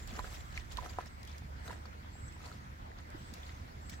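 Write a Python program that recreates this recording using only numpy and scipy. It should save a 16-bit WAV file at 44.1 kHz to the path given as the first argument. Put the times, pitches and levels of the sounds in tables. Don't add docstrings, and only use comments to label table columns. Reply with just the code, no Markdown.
import sys
import numpy as np
from scipy import signal
from scipy.fft import rfft, irfft, next_fast_len
from scipy.io import wavfile
from scipy.ndimage import uniform_filter1d, map_coordinates

SR = 44100
rng = np.random.default_rng(int(sys.argv[2]) if len(sys.argv) > 2 else 0)


def transcribe(signal):
    frames = np.atleast_2d(signal).T
    limited = np.clip(frames, -1, 1)
    pcm = np.round(limited * 32767).astype(np.int16)
    wavfile.write(sys.argv[1], SR, pcm)


N = 176400

# (peak time [s], rise [s], fall [s], rattle [dB], grit [dB], sand [dB])
FOOT_PUSHES = [(.025, 0.059, 0.025, -59, -57.5, -64), (.085, 0.0084, 0.27, -59.5, -55, -70),
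               (0.192, 0.06, 0.026, -48, -57.5, -59.5), (0.248, 0.014, 0.058, -53, -69, -57),
               (0.346, 0.051, 0.058, -56, -54, -54.5), (0.575, 0.041, 0.04, -57.5, -50.5, -59.5),
               (0.723, 0.011, 0.018, -56.5, -49.5, -57), (0.777, 0.006, 0.021, -46.5, -49, -61),
               (0.861, 0.052, 0.022, -49.5, -56, -57.5), (0.901, 0.017, 0.062, -54.5, -57.5, -60.5),
               (1.007, 0.029, 0.025, -50, -59, -63), (1.068, 0.014, 0.0091, -59.5, -53.5, -69),
               (1.284, 0.017, 0.064, -61, -57.5, -66), (1.385, 0.051, 0.023, -75, -66, -63.5),
               (1.666, 0.017, 0.01, -57, -60, -54.5), (1.713, 0.055, 0.043, -50, -58.5, -61.5),
               (1.862, .012, 0.015, -66, -61, -75), (2.456, 0.045, 0.1, -55.5, -58, -60),
               (2.986, 0.011, 0.022, -56.5, -57.5, -84), (3.37, 0.1, 0.3, -62, -61, -65.5),
               (3.5, 0.062, 0.041, -76, -60.5, -70), (3.934, 0.021, 0.02, -64, -55.5, -63)]
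# (time [s], level [dB], pitch [Hz], swell [ms], left over right [dB])
STONE_KNOCKS = [(.171, -51, 1230, 2.2, -1), (.1895, -39, 1550, 0.8, -12), (0.1926, -29, 1070, 0.79, -7),
                (0.1975, -40, 1020, 1.7, -6), (0.2438, -38, 1420, .9, -6), (.5754, -29, 2240, 0.89, -3),
                (.5783, -38, 2150, 0.98, 13), (0.7716, -28, 3710, 0.35, -6),
                (0.7845, -34, 1020, 2.65, -9.5), (.8245, -41, 870, 0.82, 0), (.834, -38.5, 583, 1.03, 0),
                (0.8603, -36.5, 1280, 0.64, -3), (0.9863, -22.5, 740, 0.63, 0.5),
                (0.9893, -35.5, 900, 1.17, -7), (1.008, -39, 1570, 0.38, -9), (1.421, -48, 730, 0.8, 0),
                (1.678, -46, 1380, 1.2, 12), (1.683, -44.5, 605, 1.2, 4), (1.6935, -42, 563, 1, 0),
                (1.697, -40, 1610, .8, 7), (1.7048, -41.5, 946, 2.8, -6), (1.729, -47, 1510, .8, 10),
                (1.855, -42.5, 1200, 0.53, 2), (2.0467, -44.5, 745, 0.45, 4), (2.154, -49.5, 750, 1.2, 1),
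                (2.363, -54.5, 950, 2.7, 0.5), (2.405, -50, 1300, 1.1, 1), (2.438, -50, 1190, 1.1, 4),
                (2.463, -49.5, 960, 1.6, 5), (2.5152, -44.5, 1370, 1.3, 2), (2.916, -44.5, 1830, .9, 0),
                (3.146, -44, 324, 4.6, -7), (3.493, -44, 1970, 0.74, -4), (3.895, -46, 2220, 1.7, 5),
                (3.936, -49, 1870, 2.4, 6)]
# (time [s], level [dB], pitch [Hz], swell [ms])
HEEL_THUDS = [(0.125, -43, 224, 7.1), (.575, -37, 55, 14), (3.324, -43.5, 218, 3.9)]
# (time [s], level [dB], t60 [s], left over right [dB])
CHIP_TICKS = [(0.0738, -52, 0.028, -1), (0.191, -54, 0.02, -8), (0.5744, -49, 0.0078, -2),
              (.7197, -53, 0.022, -1), (0.7707, -46, 0.015, 2), (1.059, -57, 0.014, -10),
              (1.2305, -49.5, 0.012, 3), (1.2503, -50, 0.0084, -3), (1.274, -52.5, 0.016, 1),
              (1.381, -53, 0.016, 0), (1.677, -49.5, 0.011, 2), (1.7302, -55, 0.013, 6),
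              (2.3243, -51.5, 0.0079, -5), (3.1024, -54.5, 0.014, -4), (3.337, -49, 0.029, 3),
              (3.895, -52, 0.051, 0)]
# (time [s], level [dB], pitch [Hz], t60 [s])
PEBBLE_CLINKS = [(0.192, -40, 4100, 0.024), (.861, -45, 6000, 0.023), (0.8938, -47, 4660, .06),
                 (1.0685, -49, 5450, 0.04), (1.276, -49, 3420, 0.043), (1.28, -60, 4580, 0.086),
                 (1.2896, -52.5, 3400, .09), (1.679, -41.5, 3880, 0.029), (1.855, -44.5, 4400, 0.024),
                 (2.281, -49, 6200, 0.023), (2.438, -52, 4150, .03), (2.458, -45, 4370, .03),
                 (2.525, -48, 4350, .03), (3.431, -43, 3430, 0.036), (3.4627, -50.5, 4380, 0.048)]
# (frequency [Hz], width [Hz], gain [dB])
HOLLOW_MODES = [(730, 54, 0), (999, 48, 1), (1290, 45, 3)]
# (frequency [Hz], t60 [s])
GROUND_DECAY = [(200, 0.053), (1200, 0.016), (10000, 0.045)]
# (time [s], length [s], pitch approached [Hz], level [dB])
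BIRD_WHISTLES = [(-.05, .18, 7470, -59), (0.12, 0.22, 7670, -61), (0.435, 0.11, 8000, -67),
                 (1.07, 0.15, 8060, -69), (1.582, 0.27, 8100, -67), (2.09, 0.3, 7810, -60.5),
                 (3.172, 0.17, 8130, -65), (3.807, 0.19, 7920, -61.5)]
# (frequency [Hz], relative level [dB])
SLAB_SPECTRUM = [(250, -1.5), (480, -0.5), (700, -5), (1000, -7.5), (1300, -7.5), (1700, 0), (3000, -7)]
SAND_SPECTRUM = [(800, -74), (3000, -20), (7200, -8), (9000, -19), (15500, -21.5)]
CHIP_SPECTRUM = [(800, -11), (2500, 7.5), (5000, 15), (7500, 11.5), (9500, 4), (15500, 3.5)]
BREEZE_SPECTRUM = [(10, -35), (25, -11.5), (45, 10), (80, -14), (160, -16.5), (400, -41.5)]
WASH_SPECTRUM = [(100, 3), (300, -6), (550, 2.5), (1000, 3.5), (1500, 1), (2050, -0.5), (2700, -9),
                 (4400, -11.5), (7300, -18), (9000, -26), (15500, -24)]
RUMBLE_SPECTRUM = [(12, -66), (25, -10.5), (45, -3), (100, -2.5), (140, -10.5), (240, -14.5), (330, -19),
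                   (500, -33), (1200, -62)]
# (time [s], level [dB])
BREEZE_LEVEL = [(0, -50.5), (.6, -53), (1.1, -59.5), (2.2, -66), (3.2, -84), (4, -67)]
WASH_LEVEL = [(0, -55.5), (1.6, -55), (2.75, -55.5), (3.05, -55.5), (3.16, -52), (3.4, -55), (4, -54.5)]
# (frequency [Hz], correlation [-1 to 1])
WASH_CORRELATION = [(250, 1), (600, -0.65), (1150, -0.87), (2000, -0.12)]

CRACK_DB, CRACK_T60_S = -32.5, 0.023
RIGHT_LAG_MS = 0.15
CLUMP_DB, TICK_ATTACK_S, SCATTER_DB = 2, 0.00097, -11
WHISTLE_RISE_HZ, WHISTLE_RISE_S, WHISTLE_WAVER_HZ, WHISTLE_RASP_HZ = 464, 0.1, 40, 175
HUM_HZ, HUM_DB, RUMBLE_DB = 72.34, -53, -50.5
BAND_LIMIT_HZ = 15850


def footsteps():
    t, power = np.arange(N) / SR, np.zeros((3, N))
    for s, rise, fall, *levels in FOOT_PUSHES:
        push = np.exp(np.minimum((t - s) / rise, (s - t) / fall))
        power += (amp(levels)[:, None] * push) ** 2
    rattle_gain, grit_gain, sand_gain = np.sqrt(power)
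    stones = collisions(hz=1040, spread=0.47, cycles=5.7, size_db=1.5, count=5500, apart=0.91)
    rattle = unit(filtered(stones, lambda hz: amp(along(SLAB_SPECTRUM, hz))))
    clumps = unit(amp(CLUMP_DB * wobble(110)))
    grit = clumps * collisions(hz=3474, spread=.5, cycles=30, size_db=2.5, count=8500)
    sand = unit(amp(1.9 * wobble(500))) * rush(SAND_SPECTRUM, [(1000, 0.066)], patchy_db=4.0)
    return rattle_gain * rattle + grit_gain * grit + sand_gain * sand


def collisions(hz, spread, cycles, size_db, count, apart=1):
    when, size, left_phase, offset = rng.random((count, 4)).T[:, :, None]
    right_phase = left_phase + apart * (offset - .5)
    pitch = hz * np.exp(spread * rng.standard_normal((count, 1)))
    pitch = np.where(pitch < 8200, pitch, hz)
    age = np.arange(SR // 80)
    turns = pitch * age / SR
    decay = amp(-size_db * np.log(.02 + size) - 60 * turns / cycles)
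    envelope = decay * (1 - np.exp(-2 * turns)) * np.sqrt(pitch)
    samples = ((when * N).astype(int) + age).ravel()
    rings = (envelope * np.sin(2 * np.pi * (turns + phase)) for phase in (left_phase, right_phase))
    return unit(np.array([np.bincount(samples, side.ravel(), N)[:N] for side in rings]))


def knocks():
    out, t = np.zeros((2, N)), np.arange(SR // 5) / SR
    arrival = t - np.array([[-RIGHT_LAG_MS], [RIGHT_LAG_MS]]) / 2000
    for s, db, hz, swell_ms, pan_db in STONE_KNOCKS:
        dull_noise = signal.lfilter([1], [1, -.5], rng.standard_normal((2, len(t))))
        crack = amp(CRACK_DB - 60 * t / CRACK_T60_S) * dull_noise
        add(out, s, amp(db) * (ring(arrival, hz, swell_ms) + crack), pan_db)
    for s, db, hz, swell_ms in HEEL_THUDS:
        add(out, s, amp(db) * ring(t, hz, swell_ms), pan_db=-1)
    return out


def ring(t, hz, swell_ms):
    swells = np.maximum(t, 0) * 1000 / swell_ms
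    return (swells * np.exp(1 - swells)) ** 2 * -np.sin(2 * np.pi * hz * t)


def ticks():
    out, t = np.zeros((2, N)), np.arange(SR // 10) / SR
    for s, db, t60, pan_db in CHIP_TICKS:
        envelope = amp(db - 60 * t / t60) * (1 - np.exp(-t / TICK_ATTACK_S))
        add(out, s, envelope * rng.standard_normal((2, len(t))), pan_db)
    return filtered(out, lambda hz: amp(along(CHIP_SPECTRUM, hz)))


def clinks():
    out, t = np.zeros((2, N)), np.arange(SR // 8) / SR
    for s, db, hz, t60 in PEBBLE_CLINKS:
        roughness = np.cumsum(0.2 * rng.standard_normal((2, len(t))), axis=1)
        envelope = amp(db - 60 * t / t60) * (1 - np.exp(-t / TICK_ATTACK_S))
        add(out, s, envelope * np.sin(2 * np.pi * hz * t + roughness))
    return out


def hollow(x):
    return x + filtered(x, lambda f: sum(amp(db) * 1j * f * width / (hz * hz - f * f + 1j * f * width)
                                         for hz, width, db in HOLLOW_MODES))


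def ground_scatter(x):
    hz, t, noise = signal.stft(rng.standard_normal((2, SR // 5)), SR, nperseg=128)
    decay = amp(-60 * t / along(GROUND_DECAY, hz)[:, None])
    tail = signal.istft(noise * decay, SR, nperseg=128)[1]
    return signal.fftconvolve(x, tail / np.linalg.norm(tail[0]), axes=1)[:, :N]


def breeze():
    level_db = np.interp(np.arange(N) / SR, *np.transpose(BREEZE_LEVEL)) + 2 * wobble(8.9)
    return amp(level_db) * rush(BREEZE_SPECTRUM, [(30, 0.26)], patchy_db=-1.0) * amp([[-3.5], [2]])


def bird():
    t, out = np.arange(N) / SR, np.zeros((2, N))
    for s, length, hz, db in BIRD_WHISTLES:
        age = np.clip(t - s, 0, length)
        pitch = hz - WHISTLE_RISE_HZ * np.exp(-age / WHISTLE_RISE_S) + WHISTLE_WAVER_HZ * wobble(90)
        rasp = WHISTLE_RASP_HZ * np.array([wobble(1200), wobble(1100)])
        envelope = amp(db) * np.sqrt(np.abs(np.sin(np.pi * age / length)))
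        out += envelope * np.sin(2 * np.pi * np.cumsum(pitch + rasp, axis=1) / SR)
    return out * amp(2.6 * wobble(60))


def water():
    level_db = np.interp(np.arange(N) / SR, *np.transpose(WASH_LEVEL))
    return amp(level_db) * rush(WASH_SPECTRUM, WASH_CORRELATION, patchy_db=2.0)


def far_engine():
    correlation = [(25, 0.6), (60, 1.0), (140, 0.96), (320, 0.37)]
    rumble = amp(RUMBLE_DB) * rush(RUMBLE_SPECTRUM, correlation, patchy_db=1.5)
    hum_gain = amp(HUM_DB + 1.8 * wobble(5.59)) * np.sqrt(2)
    hum = hum_gain * np.sin(2 * np.pi * np.cumsum(HUM_HZ + 1.6 * wobble(8)) / SR)
    return (rumble + hum) * amp([[-1.2], [1.2]])


def rush(spectrum, correlation, patchy_db):
    noise = signal.stft(rng.standard_normal((2, N)), nperseg=512)[2]
    patches = uniform_filter1d(rng.standard_normal(noise.shape[1:]), size=7, axis=0)
    patches = uniform_filter1d(patches, size=8, axis=1)
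    pair = signal.istft(noise * amp(patchy_db * unit(patches)), nperseg=512)[1][:, :N]
    angle = lambda hz: np.arccos(np.clip(along(correlation, hz), -1, 1)) / 2
    mid, side = filtered(pair, lambda f: amp(along(spectrum, f)) * [np.cos(angle(f)), np.sin(angle(f))])
    return unit(np.array([mid + side, mid - side]))


def amp(db):
    return 10 ** (np.asarray(db) / 20)


def unit(x):
    return x / np.sqrt(np.mean(x ** 2) + 1e-20)


def along(points, hz):
    frequencies, values = np.transpose(points)
    return np.interp(np.log(hz + 1), np.log(frequencies + 1), values)


def wobble(rate):
    return map_coordinates(rng.standard_normal(N // 8), [np.arange(N) * rate / SR], mode="wrap")


def filtered(x, response):
    size = next_fast_len(N + SR // 2)
    return irfft(rfft(x, size) * response(np.fft.rfftfreq(size, 1 / SR)), size)[..., :N]


def add(track, s, sound, pan_db=0):
    start = max(0, round(s * SR))
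    part = (sound * amp([[pan_db / 2], [-pan_db / 2]]))[:, :N - start]
    track[:, start:start + part.shape[1]] += part


def scene():
    hits = knocks() + ticks() + clinks()
    foreground = hollow(hits + footsteps()) + amp(SCATTER_DB) * ground_scatter(hits)
    return foreground + bird() + far_engine() + water() + breeze()


def record(dry):
    return filtered(dry, lambda hz: hz < BAND_LIMIT_HZ)


dry = scene()
out = record(dry)
transcribe(out)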